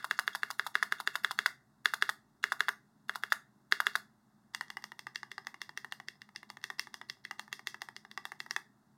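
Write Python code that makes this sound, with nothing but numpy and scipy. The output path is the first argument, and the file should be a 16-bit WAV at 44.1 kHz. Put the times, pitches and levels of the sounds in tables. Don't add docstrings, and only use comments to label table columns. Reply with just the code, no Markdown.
import sys
import numpy as np
from scipy import signal
from scipy.fft import rfft, irfft
from scipy.io import wavfile

SR = 44100
rng = np.random.default_rng(int(sys.argv[2]) if len(sys.argv) > 2 else 0)


def materialize(psi):
    bounded = np.clip(np.atleast_2d(psi).T, -1, 1)
    quanta = np.round(bounded * 32767).astype(np.int16)
    wavfile.write(sys.argv[1], SR, quanta)


N = 395577
SIZE = 4096
FREQ = np.maximum(np.arange(SIZE // 2 + 1) * SR / SIZE, 1)
LEAD_S = .03

# (f/Hz, width/Hz, level/dB)
BAR_MODES = [(260, 160, -41), (419, 100, -22.5), (713, 280, -24), (1243, 290, -10), (1698, 468, 2),
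             (2100, 390, -6.5), (2786, 190, -8), (3423, 400, -9), (4700, 1000, -22.5), (6650, 500, -30),
             (9900, 4900, -34), (13676, 2276, -43.5)]
# (down t/s, strength/dB re usual tap, up t/s, release strength/dB, wire level/dB)
BAR_TAPS = [(-.04, 0.5, 0.044, -9, 8), (0.111, -1, 0.19, 4, 17), (.2778, -1.4, 0.35, -6, 13),
            (0.4325, -3, .504, -10.5, 14), (.5955, -2.5, .6654, -14, 12), (.754, 0.5, .827, 6, 16),
            (.9233, -0.9, 1.0014, -13.5, 6.5), (1.0746, -1, 1.155, -1.5, 14.5),
            (1.2465, 0.5, 1.3097, -10, 13), (1.3893, 1, 1.46, 10, 17.5), (1.857, 3, 1.937, 0.5, 15),
            (2.0238, 2, 2.092, 2, 15.5), (2.44, 2.5, 2.5206, 2.5, 10.5), (2.6059, 1, 2.6841, 2.5, 16),
            (3.0948, -5.5, 3.157, -9, 3), (3.236, -4.5, 3.3218, 9.5, 17.5), (3.7233, 4, 3.8024, 5.5, 13),
            (3.8678, 2, 3.9541, 3, 18.5)]
# (t/s, level/dB, treble level/dB)
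BAR_REBOUND = (2.691, 15.6, -16)


def space_bar():
    out = np.zeros(N)
    path = room(wet_db=-3.5, echo_s=.0048, echo_db=4.5)
    for down, press_db, up, release_db, wire_db in BAR_TAPS:
        add(out, down - LEAD_S, heard(bar_press(press_db), path))
        add(out, up - LEAD_S, heard(bar_release(release_db, wire_db), path))
    s, level_db, treble_db = BAR_REBOUND
    contact_db = level_db + np.array([0, 0, treble_db, treble_db])
    add(out, s, heard(clack(BAR_MODES, contact_db, uneven_db=1.5), path))
    return out


# (usual level/dB, growth/dB per dB of strength)
BAR_PRESS_VOICE = [(16.5, .4), (16, 1), (18, 1.5), (15, 0.83)]


def bar_press(press_db):
    stroke = slide(BAR_MODES, level_db=press_db - 12.5, travel_s=0.012, bright_db=12.5)
    landing = clack(BAR_MODES, voiced(BAR_PRESS_VOICE, press_db), detune=0.008, uneven_db=1.35,
                    ring_s=0.0013, dense_hz=4700, thump_db=2.5)
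    add(stroke, LEAD_S, landing)
    return stroke


# (usual level/dB, growth/dB per dB of strength)
BAR_RELEASE_VOICE = [(20.4, 0.55), (10.7, 0.99), (9.1, .2), (15, .3)]
THUMP_LAG = 0.42


def bar_release(release_db, wire_db):
    stroke = slide(BAR_MODES, level_db=-16.5, travel_s=0.021, bright_db=12)
    landing = clack(loaded(BAR_MODES, release_db), voiced(BAR_RELEASE_VOICE, release_db), detune=0.045,
                    uneven_db=1.5, ring_s=0.0026, dense_hz=3223, thump_db=-1.5 - THUMP_LAG * release_db)
    add(stroke, LEAD_S, landing)
    wire_chatter(stroke, release_db, wire_db)
    return stroke


RELEASE_PITCH, RELEASE_PITCH_PER_DB = .94, 0.013
LOADED_FROM_HZ, LOADED_TO_HZ = 1000, 2400


def loaded(modes, strength_db):
    pitch = RELEASE_PITCH + RELEASE_PITCH_PER_DB * strength_db
    return [(hz * pitch if LOADED_FROM_HZ < hz < LOADED_TO_HZ else hz, width, db)
            for hz, width, db in modes]


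# low body, middle, click, top (each level/dB)
WIRE_COLOUR_DB = [-1, -14, -0.5, 0.5]
WIRE_DELAY_S, WIRE_SOONER_S_PER_DB = .0043, .00006


def wire_chatter(stroke, release_db, wire_db, spread_s=.002, count=10):
    delay = WIRE_DELAY_S - WIRE_SOONER_S_PER_DB * release_db
    chance = rng.standard_normal((count, 2))
    size = np.exp(-chance[:, 0] ** 2 / 4) * chance[:, 1]
    size = size / np.sqrt(np.sum(size ** 2))
    for offset, gain in zip(spread_s * chance[:, 0], size):
        tick = clack(BAR_MODES, wire_db + np.array(WIRE_COLOUR_DB), uneven_db=3.0, ring_s=.0016)
        add(stroke, LEAD_S + max(delay + offset, 0), gain * tick)


# (down t/s, strength/dB, up t/s, release strength/dB, body/dB, click/dB, spring 0-1)
LETTER_STROKES = [(4.5479, 5, 4.6102, 10, -0.5, -0.5, 0), (4.7026, -.5, 4.7699, 4, 0, -3.5, 0),
                  (4.8408, -2, 4.919, -3, 3.5, -0.5, 0), (4.9924, -8, 5.0687, 4, 3, 4, .9),
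                  (5.1583, 4, 5.2313, 1.5, -19, 2.5, 0.6), (5.3162, -1, 5.3806, 4.5, -16, -2, .8),
                  (5.4698, 1, 5.5429, -3.5, 1.5, -7.5, .4), (5.6166, 3, 5.6928, -3, -10.5, 1, 0),
                  (5.7749, 3.7, 5.8459, 1, -9.5, -2, 0), (5.923, 1, 6.0004, -2.5, 2, -0.5, 0.1),
                  (6.0848, 1, 6.155, -32, -21, 0, .6), (6.2181, -4.5, 6.2903, -16.5, -19, -6, 0),
                  (6.3607, -2, 6.4305, -7.5, -21, 5.5, 0.1), (6.5014, -2.5, 6.5705, -6, 6, -9, 0),
                  (6.6403, 4.5, 6.7018, 6, -10.5, 0.5, 0), (6.795, 9.5, 6.8711, -5, -13, 3.5, 0),
                  (6.942, -5, 7.0143, 0, 3.5, 7, .8), (7.0987, 2.5, 7.17, -30, -18, 1, .9),
                  (7.251, 1, 7.3107, 6, -26, -4, 0.15), (7.395, 0, 7.479, -13, 5, -0.5, 0),
                  (7.528, 4, 7.5935, -5, -6, 5, 0), (7.6714, 4, 7.7441, -1.5, -5, 7, 0),
                  (7.8186, -1, 7.8871, -1, 5.5, 0, 0.2), (7.9645, -7, 8.0501, -9.5, -5, 4.5, .5),
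                  (8.114, -10, 8.1758, 8.5, -7, 2.5, 0.9), (8.2534, -1, 8.3192, 1.5, 7, -1, 0),
                  (8.403, 1.3, 8.463, -6.5, -4.5, -1, 0), (8.5094, 5.5, 8.5634, 13.5, -5.5, -1, 0)]


def letter_keys(spots=8):
    out = np.zeros(N)
    paths = [room(wet_db=-2.5, echo_s=.004 + 0.000994 * rng.standard_normal(), echo_db=5.5)
             for _ in range(spots)]
    for down, press_db, up, release_db, body_db, click_db, spring in LETTER_STROKES:
        path = paths[rng.integers(spots)]
        add(out, down - LEAD_S, heard(cap_press(press_db, body_db, click_db), path))
        add(out, up, heard(cap_release(release_db, spring), path))
    faint_ticks(out, paths)
    return out


# (f/Hz, width/Hz, level/dB)
LETTER_MODES = [(395, 130, -18), (887, 397, -10.5), (1172, 120, -9), (1939, 462, 3.5), (2763, 132, -1.5),
                (3340, 496, -5.5), (4635, 920, -14), (5160, 260, -23), (5540, 1800, -21), (8850, 1100, -29),
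                (12750, 2700, -34)]
# (usual level/dB, growth/dB per dB of strength)
CAP_PRESS_VOICE = [(2.9, 0.86), (2.8, 0.95), (3.1, 0.86), (6.1, 1)]
BODY_GAIN = [1, 0, 0.083, .33]
CLICK_GAIN = [0, 0, 0.81, 0.43]


def cap_press(press_db, body_db, click_db):
    stroke = slide(LETTER_MODES, level_db=press_db - 22.5, travel_s=0.012, bright_db=3.5)
    contact_db = voiced(CAP_PRESS_VOICE, press_db)
    contact_db = contact_db + body_db * np.array(BODY_GAIN) + click_db * np.array(CLICK_GAIN)
    landing = clack(LETTER_MODES, contact_db, detune=0.024, uneven_db=1.16, ring_s=0.00086,
                    dense_hz=4190, thump_db=-1 - THUMP_LAG * press_db)
    add(stroke, LEAD_S, landing)
    return stroke


# (usual level/dB, growth/dB per dB of strength)
CAP_RELEASE_VOICE = [(3.5, 0.62), (0, 1), (-9, 0.92), (-3, 1)]
FREE_SPRING_TOP_DB = -7


def cap_release(release_db, spring, settle_s=0.00211, settle_db=-10):
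    contact_db = voiced(CAP_RELEASE_VOICE, release_db)
    contact_db = contact_db + spring * np.array([0, 0, 0, FREE_SPRING_TOP_DB])
    knock = clack(LETTER_MODES, contact_db, detune=0.029, uneven_db=0.54, ring_s=0.0009,
                  dense_hz=3330, thump_db=0.8 - THUMP_LAG * release_db)
    add(knock, settle_s * (1 + rng.random() / 2), undb(settle_db) * knock)
    return knock


# (t/s, level/dB)
FAINT_TICKS = [(3.151, -6), (4.54, -13), (4.682, -16), (4.823, -15), (5.448, -19), (6.615, -21),
               (6.783, -15)]
TICK_TREBLE_DB = -3


def faint_ticks(out, paths):
    for s, db in FAINT_TICKS:
        contact_db = db + TICK_TREBLE_DB * np.array([0, 0, 1, 1])
        tick = clack(LETTER_MODES, contact_db, ring_s=0.0018, dense_hz=1200)
        add(out, s, heard(tick, paths[rng.integers(len(paths))]))


SPRING_HZ, SPRING_WIDTH_HZ, SPRING_T60_S = 5120, 130, 0.14
PING_DB, PING_GROWTH = -62, .3


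def springs():
    out = np.zeros(N)
    t = np.arange(SR // 2) / SR
    freq = np.maximum(np.arange(len(t) // 2 + 1) * SR / len(t), 1)
    band = resonance(freq, SPRING_HZ, SPRING_WIDTH_HZ)
    decay = np.exp(-np.log(1000) * t / SPRING_T60_S)
    for down, press_db, up, release_db, _, _, spring in LETTER_STROKES:
        for s, strength_db in (down, press_db), (up, release_db):
            shimmer = irfft(rfft(rng.standard_normal(len(t))) * band, len(t))
            size = np.clip(spring, 0, 1) * undb(PING_DB + PING_GROWTH * strength_db)
            add(out, s, size * shimmer / np.std(shimmer) * decay)
    return out


def slide(modes, level_db, travel_s, bright_db, low_db=5, count=90):
    grains = np.zeros((1, 2 * SIZE))
    when = LEAD_S - min(travel_s, LEAD_S) * rng.random(count)
    grains[0, (when * SR).astype(int)] = rng.laplace(size=count) / np.sqrt(2 * count)
    scratch = clack(modes, level_db + np.array([low_db, 0, bright_db, bright_db]))
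    return signal.fftconvolve(grains, scratch, axes=1)[:, :2 * SIZE]


def voiced(voice, strength_db):
    return np.array([db + growth * strength_db for db, growth in voice])


CONTACT_CENTRES = [430, 750, 1700, 4500, 11000]


def clack(modes, contact_db, detune=.02, uneven_db=4.5, ring_s=.0012, dense_hz=3500, thump_db=0):
    chance = rng.standard_normal((len(modes), 2))
    body = 0
    for (hz, width, db), (a, b) in zip(modes, chance):
        body = body + undb(db + uneven_db * a) * resonance(FREQ, hz * (1 + detune * b), width)
    contact = colour(FREQ, CONTACT_CENTRES, [contact_db[1] + thump_db, *contact_db])
    cepstrum = irfft(np.log(body * contact + 1e-7))
    cepstrum[1:SIZE // 2] *= 2
    cepstrum[SIZE // 2 + 1:] = 0
    blow = irfft(np.exp(rfft(cepstrum)))
    ring = rng.standard_normal(SIZE) * np.exp(-np.arange(SIZE) / SR / ring_s)
    ring = ring / np.linalg.norm(ring)
    low = signal.lfilter(*signal.butter(3, dense_hz, "low", fs=SR), blow)
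    high = signal.lfilter(*signal.butter(3, dense_hz, "high", fs=SR), blow)
    return np.array([low + signal.fftconvolve(high, ring)[:SIZE], blow])


# (f/Hz, level/dB)
SCREEN_ECHO = [(400, -6.5), (1700, -24), (8000, -24.5)]
# (f/Hz, level/dB, t60/s)
REVERB = [(200, 1.5, 0.64), (500, -7, .26), (1000, -9, 0.17), (1800, -13.5, .27), (2700, -11, 0.18),
          (3660, -12, .23), (7000, -7, .21), (14000, -6, 0.18)]


def room(wet_db, echo_s, echo_db, build_s=0.0065):
    t = np.arange(4 * SIZE) / SR
    freq = np.arange(len(t) // 2 + 1) * SR / len(t)
    delay = np.exp(-2j * np.pi * freq * echo_s)
    direct = irfft(1 + undb(echo_db) * colour(freq, *np.transpose(SCREEN_ECHO)) * delay)
    noise = rfft(rng.standard_normal(len(t)))
    tail = 0
    for (_, db, t60), band in zip(REVERB, np.eye(len(REVERB))):
        share = np.interp(freq, [row[0] for row in REVERB], band)
        fade = np.exp(-np.log(1000) * t / t60) * (1 - np.exp(-(t / build_s) ** 2))
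        tail = tail + undb(db + wet_db) * irfft(noise * share) * fade / np.linalg.norm(fade)
    return np.array([direct * np.exp(-(t / LEAD_S) ** 2), tail])


def heard(stroke, paths):
    return signal.fftconvolve(stroke, paths, axes=1).sum(axis=0)


# (f/Hz, level/dB per Hz)
AIR_NOISE = [(25, -118), (50, -109), (85, -109), (133, -88.5), (175, -96.5), (225, -91), (310, -100),
             (600, -104), (850, -104), (1700, -110), (4000, -121), (8000, -125), (15000, -130)]
# (f/Hz, width/Hz, level/dB)
HUM_BANDS = [(59.2, 1.5, -93.5), (209, 15, -73.5)]


def fan():
    freq = np.maximum(np.arange(N // 2 + 1) * SR / N, 1)
    gain = colour(freq, *np.transpose(AIR_NOISE)) * np.sqrt(SR / 2)
    out = irfft(rfft(rng.standard_normal(N)) * gain, N)
    for hz, width, db in HUM_BANDS:
        hum = irfft(rfft(rng.standard_normal(N)) * resonance(freq, hz, width), N)
        out += undb(db) * hum / np.std(hum)
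    return out


def undb(db):
    return 10 ** (np.asarray(db) / 20)


def colour(freq, hz, db):
    return undb(np.interp(np.log(np.maximum(freq, 1)), np.log(hz), db))


def resonance(freq, hz, width):
    return 1 / (1 + ((freq / hz - hz / freq) * hz / width) ** 2)


def add(track, s, sound):
    start = int(s * SR)
    sound, start = sound[..., max(-start, 0):], max(start, 0)
    track[..., start:start + sound.shape[-1]] += sound[..., :max(track.shape[-1] - start, 0)]


def scene():
    return (space_bar() + letter_keys() + springs() + fan())[None]


# (f/Hz, width/Hz)
MIC_NOTCHES = [(500, 251), (2390, 1090), (2950, 190), (3130, 370)]
TOP_HZ = 16300


def record(dry):
    for hz, width in MIC_NOTCHES:
        dry = signal.lfilter(*signal.iirnotch(hz, hz / width, SR), dry)
    return signal.sosfilt(signal.ellip(8, .2, 70, TOP_HZ, fs=SR, output="sos"), dry)


dry = scene()
out = record(dry)
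materialize(out)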